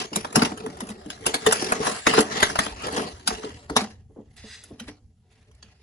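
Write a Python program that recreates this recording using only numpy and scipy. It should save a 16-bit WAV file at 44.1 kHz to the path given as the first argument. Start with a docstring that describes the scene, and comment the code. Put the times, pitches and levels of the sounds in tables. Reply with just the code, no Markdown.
"""Unpacking a cardboard box

A cardboard box is opened by hand over a table and a clear plastic tray is pulled out of it.
Flaps and plastic snap in rushes of tiny slips, and knocks make the hollow box boom on its modes.
Card and fingers rub in clumped slips; bumps hum in the table and a low noise rumbles below.
Two spaced microphones hear the hands, mostly from the left first."""
import sys
import numpy as np
from scipy import signal
from scipy.fft import rfft, irfft, next_fast_len
from scipy.io import wavfile
from scipy.ndimage import uniform_filter1d, map_coordinates

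SR = 44100
rng = np.random.default_rng(int(sys.argv[2]) if len(sys.argv) > 2 else 0)


def boost_factor(decibels):
    """Convert a level in decibels to a linear amplitude factor."""
    exponent = np.asarray(decibels, float) / 20
    return 10 ** exponent


def file_out(sig):
    """Save sig as 16-bit WAV at sys.argv[1]."""
    # one column per channel
    cols = np.atleast_2d(sig).T
    # limit, then scale
    lim = np.clip(cols, -1, 1)
    pcm = np.round(lim * 32767).astype(np.int16)
    wavfile.write(sys.argv[1], SR, pcm)


N = 256731  # length in samples

# Colour of the low rumble: pitch_hz, density_db (relative, per Hz)
RUMBLE_COLOUR = [(13, -39), (22, -21), (81, 0.5), (130, -7.5), (176, -20.5), (220, -9), (290, -39),
                 (480, -120)]
# Rumble before it wavers or is stirred: start_s, level_db
RUMBLE_LEVEL = [(0.0, -53), (0.44, -49), (1.94, -57), (2.88, -48), (3.45, -51.5), (4.8, -51), (5.02, -55),
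                (5.25, -56), (5.82, -54.5)]
# Colour of the faint hiss: pitch_hz, density_db (relative, per Hz)
HISS_COLOUR = [(400, -8), (900, -10), (2000, -6), (6000, -5), (11500, -5)]
# Bumps of the table: start_s, peak_db, pitch_hz
TABLE_BUMPS = [(0.365, -31, 148), (0.742, -45, 75.4), (1.05, -40, 124), (1.25, -40, 56.5),
               (1.449, -35, 148), (1.797, -31, 148), (2.06, -37, 83.4), (2.184, -28, 110),
               (2.417, -31, 88.8), (2.706, -34, 56.5), (3.126, -35, 83.4), (3.311, -35, 56.5),
               (3.702, -34, 64.6), (4.441, -39, 121), (4.719, -40, 108), (5.535, -43, 75.4)]
# The box gliding over the table: start_s, level_db
GLIDE_LEVEL = [(4.36, -69), (4.378, -49), (4.418, -54), (4.48, -48), (4.536, -42.5), (4.6, -51),
               (4.63, -56), (4.66, -59), (4.7, -63)]
# Bands of the glide, before widening: pitch_hz, width_hz, level_db
GLIDE_RINGS = [(1910, 120, 0), (2760, 170, -3), (3480, 17, -3), (3960, 200, 0), (4870, 54, -1),
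               (5960, 78, -8), (6220, 44, -8), (6840, 33, -14), (7700, 31, -10), (8210, 69, -5)]
# Hands moving card and plastic, before settling is added: start_s, rub_level_db, drum_level_db
SLIDE_LEVELS = [(0.0, -24.5, -26.5), (0.1, -56, -50.5), (0.3, -56, -42), (0.4, -42, -28), (0.46, -42, -31),
                (0.55, -54, -40), (0.7, -54, -39.5), (0.9, -52, -42), (0.99, -60, -48), (1.2, -54, -47),
                (1.42, -44, -38.5), (1.6, -33, -29), (1.7, -35, -30), (1.77, -38, -31), (1.82, -37, -30),
                (1.87, -32, -28), (1.91, -33, -30), (1.96, -34, -34), (2.04, -42, -51), (2.17, -22.5, -22),
                (2.215, -28.5, -26), (2.25, -42, -35), (2.31, -38, -33.5), (2.42, -27.5, -32.5),
                (2.545, -42, -38), (2.62, -38.5, -38), (2.74, -46, -42), (2.86, -38, -35),
                (2.905, -43, -36), (2.94, -35, -33), (2.98, -35.5, -29), (3.03, -40, -30), (3.07, -44, -32),
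                (3.15, -52, -44), (3.24, -57, -52), (3.32, -42, -38), (3.4, -47, -40), (3.45, -46, -38),
                (3.52, -52, -45), (3.68, -57, -49.5), (4.02, -83.5, -72), (4.29, -75, -68),
                (4.358, -68, -66), (4.37, -56, -64), (4.4, -57, -63), (4.47, -57, -63), (4.54, -55, -66),
                (4.62, -62, -64), (4.74, -64.5, -54.5), (4.865, -73, -59), (4.885, -42.5, -52.5),
                (5.0, -81.5, -75), (5.15, -88, -80), (5.28, -76, -68), (5.33, -65, -68), (5.42, -66, -68),
                (5.5, -73, -66), (5.58, -68, -66), (5.65, -69, -67), (5.72, -65, -67), (5.79, -70, -68),
                (5.82, -61, -68)]
# Tone of the rubbing: start_s, fine_rasp_db (re the rub), dull_scuff_db (re the rub)
RUB_TONE = [(0, -2.5, -1.5), (.3, -2.5, -1.5), (.6, -2.5, -1.5), (.95, -2.5, -1.5), (1.2, -2.5, -3),
            (1.55, -1, -3), (1.75, -1, -1.5), (1.9, -1, 0), (2.1, -2.5, -1.5), (2.35, -2.5, -1.5),
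            (2.7, -2.5, -2), (2.95, -2, 1), (3.15, -2.5, -3), (3.4, -2.5, -5), (3.9, -4, -5),
            (4.3, -2.5, -5), (4.7, -2.5, -3), (4.9, -2.5, -1.5), (5.3, -7, -4), (5.5, -5, -4),
            (5.82, -6, -5)]
# Colour of the rubbing: pitch_hz, density_db (relative, per Hz)
RUB_COLOUR = [(290, -31), (500, -5.5), (1190, -9), (1710, -13), (8760, -22.5), (10400, -18.5),
              (12200, -43.5), (15900, -66), (22000, -120)]
# Narrow resonant bands of the rubbing, before widening: pitch_hz, width_hz, level_db
RUB_RINGS = [(1420, 65, -1), (1680, 120, 0), (1950, 36, -3), (2770, 40, -6), (3320, 180, -6),
             (3910, 98, -6), (4440, 58, -7), (5100, 290, -8), (5940, 190, -10), (7180, 110, -12),
             (8280, 330, -11), (8660, 25, -17)]
# Modes of the box walls and cavity: pitch_hz, level_db (relative)
BOX_MODES = [(130, -19), (175, -30.5), (211, -2.5), (245, 1.5), (295, 1.5), (378, 2), (435, 9), (490, -0.5),
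             (585, 0), (660, -6.5), (745, -0.5), (860, -4.5), (960, 2)]
# Knocks on the hollow box: start_s, peak_db, main_pitch_hz
KNOCKS = [(0.118, -24.5, 215), (0.164, -16.5, 253), (0.245, -28, 244.4), (0.365, -6.5, 218),
          (0.42, -6.5, 261.5), (0.516, -22, 231), (0.616, -38, 210), (0.659, -23.5, 244), (0.817, -23, 236),
          (0.895, -26, 213), (1.059, -25.5, 210), (1.262, -17, 348), (1.346, -20.5, 431.6),
          (1.467, -4, 433), (1.623, -13, 431), (1.719, -16.5, 439), (1.796, -18.5, 257), (1.867, -19, 439),
          (2.068, -6.5, 444), (2.178, -1.4, 579.3), (2.19, -7, 300), (2.421, -13, 444.7),
          (2.501, -26.5, 450), (2.588, -20, 213.7), (2.66, -24.5, 322.5), (2.863, -21, 427.5),
          (2.836, -26, 435), (2.975, -18, 250), (3.0, -22, 439), (3.06, -27, 439), (3.279, -20, 222.8),
          (3.308, -22, 400), (3.435, -24.5, 318), (3.699, -20, 268.2), (3.763, -13, 210.7),
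          (3.816, -21, 212), (4.096, -44.5, 374), (4.162, -32, 330), (4.185, -33, 290), (4.437, -34, 277),
          (4.706, -31, 248), (4.806, -32, 244), (4.883, -31, 250), (5.628, -46.5, 207)]
# Snaps of flap and plastic: start_s, peak_db (middle band), low_mid_db and treble_db (re the middle),
# ring_hz (base pitch of the panel)
SNAPS = [(0.02, -20, -10, -2.5, 2820), (0.131, -17, -7.5, -2.5, 2900), (0.159, -8.5, -1.5, 7.5, 3870),
         (0.247, -21.5, 5.5, -0.5, 2460), (0.327, -31.5, 6.5, 11.5, 2350), (0.357, -2, -0.5, 5.5, 2770),
         (0.393, -14, 0, -6, 3000), (0.42, -5.5, 0.1, -3, 1480), (0.449, -10, -10.5, -4, 2870),
         (0.518, -31, 7.5, 0, 1240), (0.575, -24, -8, 1.5, 1600), (0.662, -29, 10.5, 5.5, 1720),
         (0.7, -29.5, -26, -24.5, 1480), (0.77, -34, 4, 4, 1740), (0.805, -15.5, -7, 1.1, 1950),
         (0.869, -30, -7, 4, 1530), (0.89, -26, -5, 5, 2600), (0.902, -26, -5, 5, 3800),
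         (1.015, -40, -3, 0, 1640), (1.06, -37, -6, 5, 1680), (1.102, -16, -15, 0.5, 1600),
         (1.176, -40, 0, -4, 1660), (1.244, -34, 4, -6, 1050), (1.257, -20, 0, -4, 3600),
         (1.264, -3, -6.5, 5, 1500), (1.342, -4, -7, 0.75, 4330), (1.464, 0.5, -5, 0, 1850),
         (1.511, -12, -1.5, -1.5, 2900), (1.524, -5, -2.1, 7.5, 1460), (1.624, -19.5, -0.5, 3.5, 1630),
         (1.644, -16.5, -12.5, 2.5, 2640), (1.666, -20, -8, -5, 2800), (1.686, -22, -8, -8, 2700),
         (1.704, -24, -9, 1.5, 1440), (1.721, -9, 3.5, 4, 1330), (1.83, -21, 5, 0, 1670),
         (1.848, -21, 3, -4, 1500), (1.858, -23, 0, 0, 1700), (1.868, -10, 1, -4, 1690),
         (1.876, -17, 3, -4, 2500), (1.886, -22, 0, -2, 1700), (2.068, 3, -4.5, -7, 1960),
         (2.137, -8.5, 3.5, -2.5, 1440), (2.179, -9, 4, -8, 1500), (2.187, -7, 2, -8, 1600),
         (2.206, -9, -13.5, 7, 4540), (2.404, -15, -0.5, 0, 2743), (2.428, 2.4, -15, -0.3, 2000),
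         (2.498, -16, -0.5, -3.5, 1630), (2.556, -9, -3, -6, 2710), (2.589, 1, -21, 0, 1830),
         (2.664, -23, 6.5, 3.5, 1660), (2.821, -26, -3.5, 1, 1660), (2.868, -20, 4, 2, 3200),
         (2.883, -24, 6, -4, 1700), (2.924, -24, 0, 5, 1650), (2.964, -17.5, 0.5, 2.3, 1730),
         (2.978, -16, 0, -3, 1720), (2.996, -22, 3, -5, 1700), (3.042, -26, -5, -6, 2700),
         (3.125, -37, -8, -4, 1320), (3.275, -3, -11, 5, 4850), (3.305, -22, 4, -4, 1100),
         (3.349, -25, -5, -8, 2940), (3.432, -24.5, 1.5, -14, 1175), (3.445, -26, -4, -8, 4300),
         (3.503, -36, 1, -4, 1260), (3.698, -23.5, 6, 1, 4450), (3.765, 0, -3, -2, 3800),
         (3.807, -17, -6.5, -1.5, 2390), (4.366, -42, -18, 8.5, 3690), (4.638, -33, -23, 9, 2060),
         (4.798, -22.5, -38, -1, 3140), (4.878, -34.5, -35, -12, 1180), (5.513, -46, -8, -0.6, 3140),
         (5.549, -52, -20, 8, 4500), (5.627, -31.5, -10.5, -20, 4610)]
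# Partials of a snapped panel: multiple (of its ring pitch), level_db
PANEL_PARTIALS = [(1.0, -2.5), (1.9, -8.5), (3.3, -12.5)]
# Where the hands work: start_s, right_lag_ms (before it wanders), left_minus_right_db
HAND_PLACE = [(0, .46, 1), (1.4, .46, .5), (2, .46, .5), (2.7, .46, 1), (3.4, .46, 0), (3.6, .3, 1),
              (4.0, .02, -1), (4.3, .02, -1), (4.7, .02, 0), (5.82, .04, -.5)]
# Likeness of the two microphones: pitch_hz, common_share (of the power)
LIKENESS = [(60, .93), (150, 1), (500, .75), (1200, .4), (2200, .3), (3400, .5), (5000, .3), (7000, .4),
            (10000, .7)]
# Microphone colour: pitch_hz, width_hz, boost_db
MICROPHONE = [(1200, 300, -2), (5600, 2600, 2), (10400, 1500, 1)]


def rms_one(x):
    """Scale to rms 1."""
    return x / np.sqrt(np.mean(x ** 2) + 1e-20)


def top_one(x):
    """Scale to peak 1."""
    return x / np.abs(x).max()


def in_time(rows):
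    """Columns of a curve at every sample."""
    s, *columns = np.transpose(rows)
    return [np.interp(np.arange(N) / SR, s, c) for c in columns]


def at_hz(points, hz):
    """Read a table on a log-frequency axis."""
    table_hz, values = np.transpose(points)
    return np.interp(np.log(hz), np.log(table_hz), values)


def band(x, low_hz, high_hz):
    """Butterworth band-pass."""
    return signal.sosfilt(signal.butter(2, [low_hz, high_hz], "band", fs=SR, output="sos"), x)


def ring(x, hz, t60_s):
    """Two-pole resonance: a unit click sets off a dying sine of height about 1."""
    r, w = boost_factor(-60 / (t60_s * SR)), 2 * np.pi * hz / SR
    return signal.lfilter([0, np.sin(w)], [1, -2 * r * np.cos(w), r * r], x + 1e-18)


def peak_filter(x, hz, width_hz):
    """One resonant band with gain 1 at its centre."""
    return signal.lfilter(*signal.iirpeak(hz, hz / width_hz, SR), x)


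def resonate(x, rings, wider_hz):
    """Widened resonances side by side, fed in turn by two sources; rms 1."""
    total = 0
    for k, (hz, width_hz, db) in enumerate(rings):
        width_hz = width_hz + wider_hz
        total = total + boost_factor(db) * peak_filter(x[k % 2], hz, width_hz) / np.sqrt(width_hz)
    return rms_one(total)


def drift(rate_hz):
    """Slow random wander of spread 1, computed at every 40th sample."""
    r = np.exp(-80 * np.pi * rate_hz / SR)
    noise = rng.standard_normal(N // 40 + 2002)
    slow = signal.lfilter([1], [1, -2 * r, r * r], noise)[2000:]  # drop the filter's start-up
    return np.interp(np.arange(N) / 40, np.arange(len(slow)), rms_one(slow))


def grains(shape, per_s, spread_db):
    """Tiny slips at random moments, of uneven size and either sign."""
    sizes = boost_factor(spread_db * np.minimum(rng.exponential(1, shape), 4)) * rng.choice([-1, 1], shape)
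    return sizes * (rng.random(shape) < per_s / SR) + 1e-9


def mix_paths(common, left, right, alike):
    """Blend a shared signal with one of each microphone's own, keeping the power."""
    return np.sqrt(alike) * common + np.sqrt(1 - alike) * np.array([left, right])


def two_paths(common, left, right, hz):
    """Blend the paths as alike as the microphones are at this pitch."""
    return mix_paths(common, left, right, at_hz(LIKENESS, hz))


def coloured(source, spectrum, low_hz, high_hz, patchy_db, count=6):
    """Bank of count bands an octave, fed in turn by two sources, each band wavering on its own; rms 1."""
    out = 0
    for k, low in enumerate(low_hz * 2 ** np.arange(0, np.log2(high_hz / low_hz), 1 / count)):
        hz = low * 2 ** (.5 / count)
        gain = boost_factor(at_hz(spectrum, hz) + patchy_db * drift(6))
        out = out + gain * two_paths(*band(source[k % 2], low, low * 2 ** (1 / count)), hz)
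    return rms_one(out)


def with_settling(level_db, events, settle_db):
    """Add to a level the dying stir after every event, settle_db re the event's peak."""
    settle_s = 0.041
    kicks, r = np.full(N, 1e-18), np.exp(-2 / (settle_s * SR))
    for s, peak_db, *_ in events:
        kicks[round(s * SR)] = boost_factor(peak_db + settle_db) ** 2
    return 10 * np.log10(boost_factor(level_db) ** 2 + signal.lfilter([1], [1, -r], kicks))


def add(out, s, sound):
    """Mix a short sound in at time s."""
    at = round(s * SR)
    out[:, at:at + sound.shape[1]] += sound[:, :N - at]


def rumble():
    """Low unsteady noise of table and room, stirred by knocks."""
    waver_db, stir_db = 3.5, -45  # the stir is re the peak of the knock
    noise = coloured(rng.standard_normal((2, 3, N)), RUMBLE_COLOUR, 22, 200, patchy_db=1.5, count=3)
    level_db = in_time(RUMBLE_LEVEL)[0] + waver_db * drift(8.2)
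    level_db = with_settling(level_db, KNOCKS, stir_db)
    return boost_factor(uniform_filter1d(level_db, size=900)) * noise


def hiss():
    """Faint room hiss: coloured noise at a constant overall level."""
    noise = coloured(rng.standard_normal((2, 3, N)), HISS_COLOUR, 500, 11500, patchy_db=2.5, count=2)
    return boost_factor(-79) * noise


def thumps():
    """A slow push sets the table top humming briefly, alike in both microphones."""
    push_s, t60_s = .004, .12
    out, t = np.zeros((2, N)), np.arange(9000) / SR
    push = t * np.exp(-t / push_s)
    for s, peak_db, hz in TABLE_BUMPS:
        hum = band(band(ring(push, hz, t60_s), 45, 250), 45, 250)
        add(out, s, boost_factor(peak_db) * top_one(hum) * np.ones((2, 1)))
    return out


def glide():
    """Smooth friction of the box's flat face on the table: noise in fixed resonant bands."""
    s = np.arange(N) / SR
    during = (s > GLIDE_LEVEL[0][0]) & (s < GLIDE_LEVEL[-1][0])
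    friction = resonate(rng.standard_normal((2, 3, N)), GLIDE_RINGS, wider_hz=130)
    return boost_factor(in_time(GLIDE_LEVEL)[0]) * during * mix_paths(*friction, alike=.8)


def crinkles():
    """Lone small creases, each ringing a few cycles at one of 14 pitches; rms 1."""
    creases = grains(N, 450, 3.5) * boost_factor(3.0 * drift(30))
    pitches_hz = np.geomspace(900, 9000, 14)
    dealt = rng.integers(0, len(pitches_hz), N)
    rings = sum(ring(creases * (dealt == k), hz, 16.0 / hz + .004) for k, hz in enumerate(pitches_hz))
    return rms_one(band(rings, 470, 11000))


def sliding():
    """Clumped slips of card on card: they rasp, crinkle, sound in narrow bands and drum on the box modes."""
    settle_rub_db, settle_drum_db = -25.5, -16.5  # re the peak of the snap or knock
    smooth_below_db, smooth_span_db = -15, 14.5  # drumming re the rub
    clump_db, crinkle_db, rings_db = 2.5, -7.5, -4  # each at full creasing
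    rasp_follows, scuff_from_box = 0.95, 0.45

    # After a snap or knock the card goes on shifting.
    rub_db, drum_db = in_time(SLIDE_LEVELS)
    rub_db = with_settling(rub_db, SNAPS, settle_rub_db)
    drum_db = with_settling(drum_db, KNOCKS, settle_drum_db)

    # Fine rasp swings a little less than the rub; dull scuff leans from the rub towards the drumming.
    rasp_re_db, scuff_re_db = in_time(RUB_TONE)
    rasp_db = rasp_re_db + rub_db.mean() + rasp_follows * (rub_db - rub_db.mean())
    scuff_db = scuff_re_db + rub_db + scuff_from_box * (drum_db - rub_db)

    # Drumming far under the rub means a flat face gliding, free of creases.
    creased = np.clip((drum_db - rub_db - smooth_below_db) / smooth_span_db, 0, 1)
    slips = grains((2, 3, N), 5500, 3.3) * boost_factor(clump_db * creased * drift(50))

    scuff = coloured(slips, RUB_COLOUR, 600, 1400, patchy_db=3.5, count=4)
    rub = coloured(slips, RUB_COLOUR, 1500, 3800, patchy_db=4.0)
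    rub = rub + boost_factor(crinkle_db) * creased * crinkles()
    rings = two_paths(*resonate(slips, RUB_RINGS, wider_hz=5), 3000)
    rub = rms_one(rub + boost_factor(rings_db) * creased * rings)
    rasp = coloured(slips, RUB_COLOUR, 4000, 11500, patchy_db=3.5, count=5)
    drum = 0
    for k, (hz, db) in enumerate(BOX_MODES):
        drum = drum + boost_factor(db + 4 * drift(7)) * two_paths(*ring(slips[k % 2], hz, 0.08), hz)
    drum = rms_one(band(drum, 110, 820))
    return boost_factor(rub_db) * rub + boost_factor(rasp_db) * rasp + boost_factor(scuff_db) * scuff + boost_factor(drum_db) * drum


def knocks():
    """A soft push of some ms rings the box; modes near the pitch of the knock ring most."""
    push_s, soft_push_s_per_db = 0.0044, 0.00012  # gentle knocks press longer
    out, t = np.zeros((2, N)), np.arange(6000) / SR
    for s, peak_db, pitch_hz in KNOCKS:
        swell = t * np.exp(-t / (push_s - soft_push_s_per_db * peak_db))
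        push = rng.standard_normal((3, len(t))) * swell
        sound = 0
        for hz, db in BOX_MODES:
            mode_db = db + rng.normal(0, 3) - 22 * abs(np.log2(hz / pitch_hz))
            t60_s = 0.075 * (300 / hz) ** 0.12
            sound = sound + boost_factor(mode_db) * two_paths(*ring(push, hz, t60_s), hz)
        sound = band(sound, 180, 1000)  # light walls send out no deep bass
        add(out, s - .002, boost_factor(peak_db) * top_one(sound))
    return out


def snaps():
    """A buckle creeps, cracks and lets go in a rush of slips; the panel rings near one pitch."""
    rush_ms, soft_rush_ms_per_db = 7.3, 0.035  # weaker buckles are over sooner
    swell_ms, fall_shape = 1.2, 1.45
    lead_in_db, lead_in_slope_db, crack_db = -9, 19, 12.5  # slope per rush length
    loose_db, stray_db = 1.5, -7  # unpitched share; stray rings of the panel
    panel_t60_s, treble_fall_db_per_s = 0.013, 80  # the treble of a snap dies sooner
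    lead_s = .02
    out, t = np.zeros((2, N)), np.arange(4400) / SR - lead_s
    after = np.maximum(t, 0)
    for s, peak_db, low_db, top_db, hz in SNAPS:
        part = t * 1000 / (rush_ms + soft_rush_ms_per_db * peak_db)
        fall = np.exp(-np.maximum(part, 0) ** fall_shape) * (1 - .45 * np.exp(-after * 1e3 / swell_ms))
        creep = boost_factor(lead_in_db + lead_in_slope_db * part)
        rush = np.where(t < 0, creep, fall + boost_factor(-16 - 300 * t))
        slips = grains((3, len(t)), 7000, 4.5) * rush
        slips[:, round(lead_s * SR)] += boost_factor(crack_db)  # the first crack

        rings = [(k * hz, db) for k, db in PANEL_PARTIALS if k * hz < 9e3]
        rings += [(1200 * 6 ** u, stray_db) for u in rng.random(3)]
        middle = boost_factor(loose_db) * top_one(band(slips, 1400, 6500))
        for ring_hz, db in rings:
            middle = middle + boost_factor(db) * top_one(ring(slips, ring_hz, panel_t60_s))
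        low_mid = top_one(band(slips, 620, 1400))
        treble = top_one(band(slips * boost_factor(-treble_fall_db_per_s * after), 6300, 13000))
        sound = two_paths(*top_one(middle), 4300)
        sound = sound + boost_factor(low_db) * two_paths(*low_mid, 730)
        sound = sound + boost_factor(top_db) * two_paths(*treble, 8000)
        add(out, s - lead_s, boost_factor(peak_db) * sound)
    return out


def room(x):
    """Room echo: five feedback delays a side, duller on every round."""
    t60_s, wall_cut_hz = 0.41, 1600  # decay time before the walls dull it
    size = next_fast_len(N + SR // 4)
    hz, spectrum = np.fft.rfftfreq(size, 1 / SR), rfft(x, size)
    out = np.zeros((2, size // 2 + 1), complex)
    for k, lag_s in enumerate(rng.uniform(0.0082, .03, 10)):
        echo = boost_factor(-60 * lag_s / t60_s) / (1 + 1j * hz / wall_cut_hz) * np.exp(-2j * np.pi * hz * lag_s)
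        out[k % 2] += echo / (1 - echo) * (-1) ** (k // 2)
    return irfft(spectrum * out, size)[:, :N]


def place_hands(near):
    """The hands shift about: delay the right microphone and tilt the balance."""
    lag_wander_ms = 0.06
    late_ms, pan_db = in_time(HAND_PLACE)
    late = (late_ms + lag_wander_ms * drift(4)) * SR / 1000
    near[1] = map_coordinates(near[1], [np.arange(N) - late], order=2, mode="nearest")
    return near * boost_factor(np.array([pan_db, -pan_db]) / 2)


def scene():
    """Background and table below, the work of the hands close by, and the room's echo of its hits."""
    background = rumble() + hiss() + thumps()
    hits = knocks() + snaps()
    near = place_hands(glide() + sliding() + hits)
    return background + near + boost_factor(-18) * room(hits.mean(0))


def boost(x, hz, width_hz, db):
    """Raise or dip one band by db at its centre."""
    return x + (boost_factor(db) - 1) * peak_filter(x, hz, width_hz)


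def cut_top(x, hz):
    """A steep edge, then a second cut just above."""
    steep = signal.sosfilt(signal.ellip(6, .5, 28, hz, fs=SR, output="sos"), x)
    return signal.sosfilt(signal.cheby1(8, 1, hz + 500, fs=SR, output="sos"), steep)


def low_pass(x):
    """Removes everything above the highest recorded frequency."""
    return signal.sosfilt(signal.butter(12, 12390, fs=SR, output="sos"), x)


def record(dry):
    """Microphone colour, narrowed low range, treble dips in mid and side, cut top, rounded peaks."""
    for hz, width_hz, db in MICROPHONE:
        dry = boost(dry, hz, width_hz, db)
    mid, side = (dry[0] + dry[1]) / 2, (dry[0] - dry[1]) / 2
    side = side - .8 * signal.filtfilt(*signal.butter(1, (95, 480), "band", fs=SR), side)
    # The treble reaches the two ports opposed at one pitch, alike at another.
    mid = boost(mid, 8800, width_hz=1200, db=-26)
    side = boost(side, 10200, width_hz=2000, db=-20)
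    mid, side = cut_top(mid, 11150), cut_top(side, 11800)
    both = np.array([mid + side, mid - side])
    return low_pass(np.tanh(both))


dry = scene()
out = record(dry)
file_out(out)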